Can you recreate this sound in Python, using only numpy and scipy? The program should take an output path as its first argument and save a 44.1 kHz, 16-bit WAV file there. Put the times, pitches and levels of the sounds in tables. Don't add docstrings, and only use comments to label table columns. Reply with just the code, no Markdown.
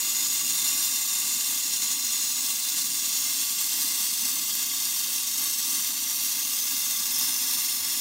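import sys
import numpy as np
from scipy import signal
from scipy.fft import rfft, irfft, next_fast_len
from scipy.io import wavfile
from scipy.ndimage import map_coordinates

SR = 44100
rng = np.random.default_rng(int(sys.argv[2]) if len(sys.argv) > 2 else 0)


def generate_wav(signal):
    frames = np.transpose(np.atleast_2d(signal))
    scaled = np.clip(frames, -1, 1) * 32767
    pcm = np.round(scaled).astype(np.int16)
    wavfile.write(sys.argv[1], SR, pcm)


N = 352932
TIME = np.arange(N) / SR

# time_s, strength_db (0 = usual)
FLAME_STRENGTH = [(0.0, 0.2), (0.76, 1), (1.08, -1.8), (1.2, 0.2), (1.74, -1), (1.86, 1.1), (2.02, -0.8),
                  (2.54, 0), (2.64, -1.5), (2.86, 0.8), (2.98, -0.5), (3.32, 0.1), (3.54, -1), (3.88, 1.0),
                  (4.16, -0.4), (4.26, 1), (4.46, -0.4), (5.16, -0.3), (5.26, -1.3), (5.44, 1.8),
                  (5.56, -1.6), (5.74, 2), (5.84, -0.1), (6.12, -0.6), (7.06, -0.25), (7.24, 1.5),
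                  (7.88, -1.3), (7.98, 0.4)]
# time_s, place_0_to_1
TORCH_PLACE = [(0, 0.1), (.5, 0.16), (1.5, 0.18), (1.9, 0.31), (3.2, 0.41), (3.7, 0.55), (5.8, 0.57),
               (6.5, 0.8), (7.0, 0.76), (7.25, 0.86), (8, 0.95)]
# frequency_hz, level_db
JET_SPECTRUM = [(200, -25.5), (380, -20.5), (480, -25), (650, -12), (1000, -17), (2000, -24), (3200, -12.5),
                (5000, -6.5), (6500, -1.5), (8000, -3), (10000, -1), (13000, -0.3), (15600, 0.5)]
# place_0_to_1, pitch_hz, width_hz, change_db
PLACE_PITCHES = [(.06, 6740, 260, 5.5), (.09, 7360, 180, 4), (.06, 5380, 160, -8), (.11, 6160, 170, -5),
                 (.17, 11430, 230, 7), (.32, 11580, 380, -10), (.58, 6860, 326, -5), (.58, 9500, 350, -3.5),
                 (.59, 12700, 530, 1), (.74, 14300, 160, 7), (.88, 8100, 160, -8.5), (.89, 5500, 280, 4),
                 (.9, 7300, 300, -6.5), (.96, 13240, 420, 9), (.99, 12600, 380, -6), (1, 4420, 140, 2.5),
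                 (1, 10960, 190, 7.5)]
# pitch_hz, width_hz, boost_db
COMPARTMENT_RESONANCES = [(692, 118, 3), (882, 120, 8), (1170, 227, 15), (1457, 43, 7.5), (1664, 130, 11.5),
                          (1949, 236, 14), (2089, 162, 13), (2545, 410, 11), (2784, 180, 15.5),
                          (3115, 154, 11.5), (3337, 57, 12), (3568, 89, 11.5), (3726, 282, 16),
                          (4090, 203, 10.5), (4368, 156, 10), (4685, 440, 10), (4870, 51, 12),
                          (5122, 89, 15.5), (5397, 143, 10), (5623, 152, 12), (6130, 310, 11),
                          (6610, 63, 8.5), (6915, 400, 9.5), (7320, 690, 5.5), (7993, 650, 7.5),
                          (8664, 156, 8), (8890, 74, 10), (9280, 155, 6.5), (11570, 356, 3.5),
                          (14200, 420, 3)]
# pitch_hz, width_hz, change_db
REFLECTION_DIPS = [(614, 74, -13.5), (788, 120, -11.5), (1288, 95, -10.5), (1800, 50, -8),
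                   (2000, 62, -12.5), (2385, 53, -9), (2986, 32, -19), (3760, 45, -15.5), (3880, 39, -5),
                   (4484, 30, -9), (4957, 220, -8), (5500, 40, 1.5), (7400, 51, -17), (10630, 99, -2.5),
                   (11210, 71, -12), (13700, 111, -10), (14816, 91, -1)]
# frequency_hz, level_db
ROAR_SPECTRUM = [(20, -36), (40, -30), (65, -21), (100, -14), (160, -7), (205, -1.5), (250, 2), (295, 2),
                 (330, -6), (390, -16.5), (480, -23.5), (700, -24), (1500, -67)]
# centre_s, pitch_hz, width_hz, length_s, level_db
SOFT_PUFFS = [(1.73, 480, 100, .028, -60), (5.09, 470, 160, .013, -57.5), (7.45, 450, 130, .012, -59.5),
              (7.823, 90, 60, .009, -54)]

PLACE_REACH = 0.12
HISS_DB, HISS_FOLLOWS = -28, 0.62
SIZZLE_DB, SIZZLE_FOLLOWS = -28.5, 0.78
RUSH_DB, RUSH_FOLLOWS = -46, 1.0
ROAR_DB, ROAR_FOLLOWS = -53.5, 2.3
HISS_FADE_DB = -1.27
RUSH_EDGE_DB = 2.5
ROAR_FLUTTER_DB, ROAR_FLUTTER_HZ = 0.84, 9.7
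CUTOFF_HZ = 15750


def from_db(db):
    return 10 ** (np.asarray(db) / 20)


def rms_one(x):
    return x / np.sqrt(np.mean(x ** 2) + 1e-20)


def in_time(rows):
    times_s, values = np.transpose(rows)
    return np.interp(TIME, times_s, values)


def drift(rate_hz):
    step = 20
    settling = 8000
    pole = np.exp(-2 * np.pi * step * rate_hz / SR)
    noise = rng.standard_normal(N // step + settling + 2)
    slow = signal.lfilter([1], [1, -2 * pole, pole * pole], noise)[settling:]
    return np.interp(np.arange(N) / step, np.arange(len(slow)), rms_one(slow))


def shaped(x, gain_at):
    size = next_fast_len(N + SR // 10)
    hz = np.maximum(np.fft.rfftfreq(size, 1 / SR), 1)
    return irfft(rfft(x, size) * gain_at(hz), size)[:N]


def coloured(x, spectrum):
    points_hz, db = np.transpose(spectrum)
    return shaped(x, lambda hz: from_db(np.interp(np.log(hz), np.log(points_hz), db)))


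def bell(x, pitch_hz, width_hz, db):
    gain = from_db(db / 2)
    k = np.tan(np.pi * abs(width_hz) / SR)
    middle = -2 * np.cos(2 * np.pi * pitch_hz / SR)
    zeros = [1 + k * gain, middle, 1 - k * gain]
    poles = [1 + k / gain, middle, 1 - k / gain]
    return signal.lfilter(zeros, poles, x)


def turbulence(eddy_db, eddy_rate_hz, spits_per_s, spit_db, spit_spread_db):
    eddies = rng.standard_normal(N) * from_db(eddy_db * drift(eddy_rate_hz))
    sizes = from_db(spit_db + spit_spread_db * np.minimum(rng.exponential(1, N), 4))
    happens = rng.random(N) < spits_per_s / SR
    spits = happens * sizes * rng.choice([-1, 1], N)
    return rms_one(eddies + spits)


def wall_echoes(x, strength, above_hz, sway_s, near_s, far_s, count):
    out = x.copy()
    treble = shaped(x, lambda hz: 1 / np.sqrt(1 + (above_hz / hz) ** 4))
    for k, delay_s in enumerate(np.geomspace(near_s, far_s, count)):
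        path_s = delay_s * rng.uniform(.9, 1.1) + sway_s * drift(.25)
        echo = map_coordinates(treble, [(TIME - path_s) * SR], order=3, mode="wrap")
        out += (-1) ** k * strength * echo
    return rms_one(out)


def aimed(x, place):
    for best_place, pitch_hz, width_hz, db in PLACE_PITCHES:
        share = np.exp(-.5 * ((place - best_place) / PLACE_REACH) ** 2)
        x = x + share * (bell(x, pitch_hz, width_hz, db) - x)
    return x


def jet(place, hiss_db, sizzle_db, rush_db, flutter_db, flutter_hz):
    x = turbulence(eddy_db=1.4, eddy_rate_hz=360, spits_per_s=260, spit_db=8.5, spit_spread_db=2.0)
    x = wall_echoes(x, strength=.155, above_hz=4800, sway_s=.000055, near_s=.0006, far_s=.008, count=13)
    x = aimed(coloured(x, JET_SPECTRUM), place)
    for pitch_hz, width_hz, db in list(COMPARTMENT_RESONANCES) + list(REFLECTION_DIPS):
        x = bell(x, pitch_hz, width_hz, db)
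    rush = shaped(x, lambda hz: 1 / (1 + (hz / 2450) ** 24))
    sizzle = shaped(x, lambda hz: 1 / (1 + (9100 / hz) ** 24))
    hiss = x - rush - sizzle
    shared_flutter = flutter_db * drift(flutter_hz)
    out = np.zeros(N)
    for part, level_db in ((rush, rush_db), (hiss, hiss_db), (sizzle, sizzle_db)):
        own_flutter = 0.41 * drift(60)
        out += rms_one(part) * from_db(level_db + shared_flutter + own_flutter)
    return out


def roar(roar_db):
    boom = rms_one(coloured(rng.standard_normal(N), ROAR_SPECTRUM))
    flutter = ROAR_FLUTTER_DB * drift(ROAR_FLUTTER_HZ)
    return from_db(roar_db + flutter) * boom


def puffs():
    out = np.zeros(N)
    for at_s, pitch_hz, width_hz, length_s, db in SOFT_PUFFS:
        swell = np.exp(-.5 * ((TIME - at_s) / length_s) ** 2)
        noise = shaped(rng.standard_normal(N), lambda hz: np.exp(-2 * ((hz - pitch_hz) / width_hz) ** 2))
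        puff = swell * noise
        out += from_db(db) * puff * np.sqrt(np.sum(swell ** 2) / np.sum(puff ** 2))
    return out


def scene():
    strength_db = in_time(FLAME_STRENGTH)
    place = in_time(TORCH_PLACE)
    edge = (2 * place - 1) ** 2
    torch = jet(place,
                hiss_db=HISS_DB + HISS_FOLLOWS * strength_db + HISS_FADE_DB * place,
                sizzle_db=SIZZLE_DB + SIZZLE_FOLLOWS * strength_db,
                rush_db=RUSH_DB + RUSH_FOLLOWS * strength_db + RUSH_EDGE_DB * edge,
                flutter_db=0.59, flutter_hz=16.4)
    flame = roar(ROAR_DB + ROAR_FOLLOWS * strength_db)
    return np.tile(torch + flame + puffs(), (2, 1))


def record(dry):
    low_pass = signal.ellip(14, .1, 80, CUTOFF_HZ, fs=SR, output="sos")
    return signal.sosfilt(low_pass, dry)


dry = scene()
out = record(dry)
generate_wav(out)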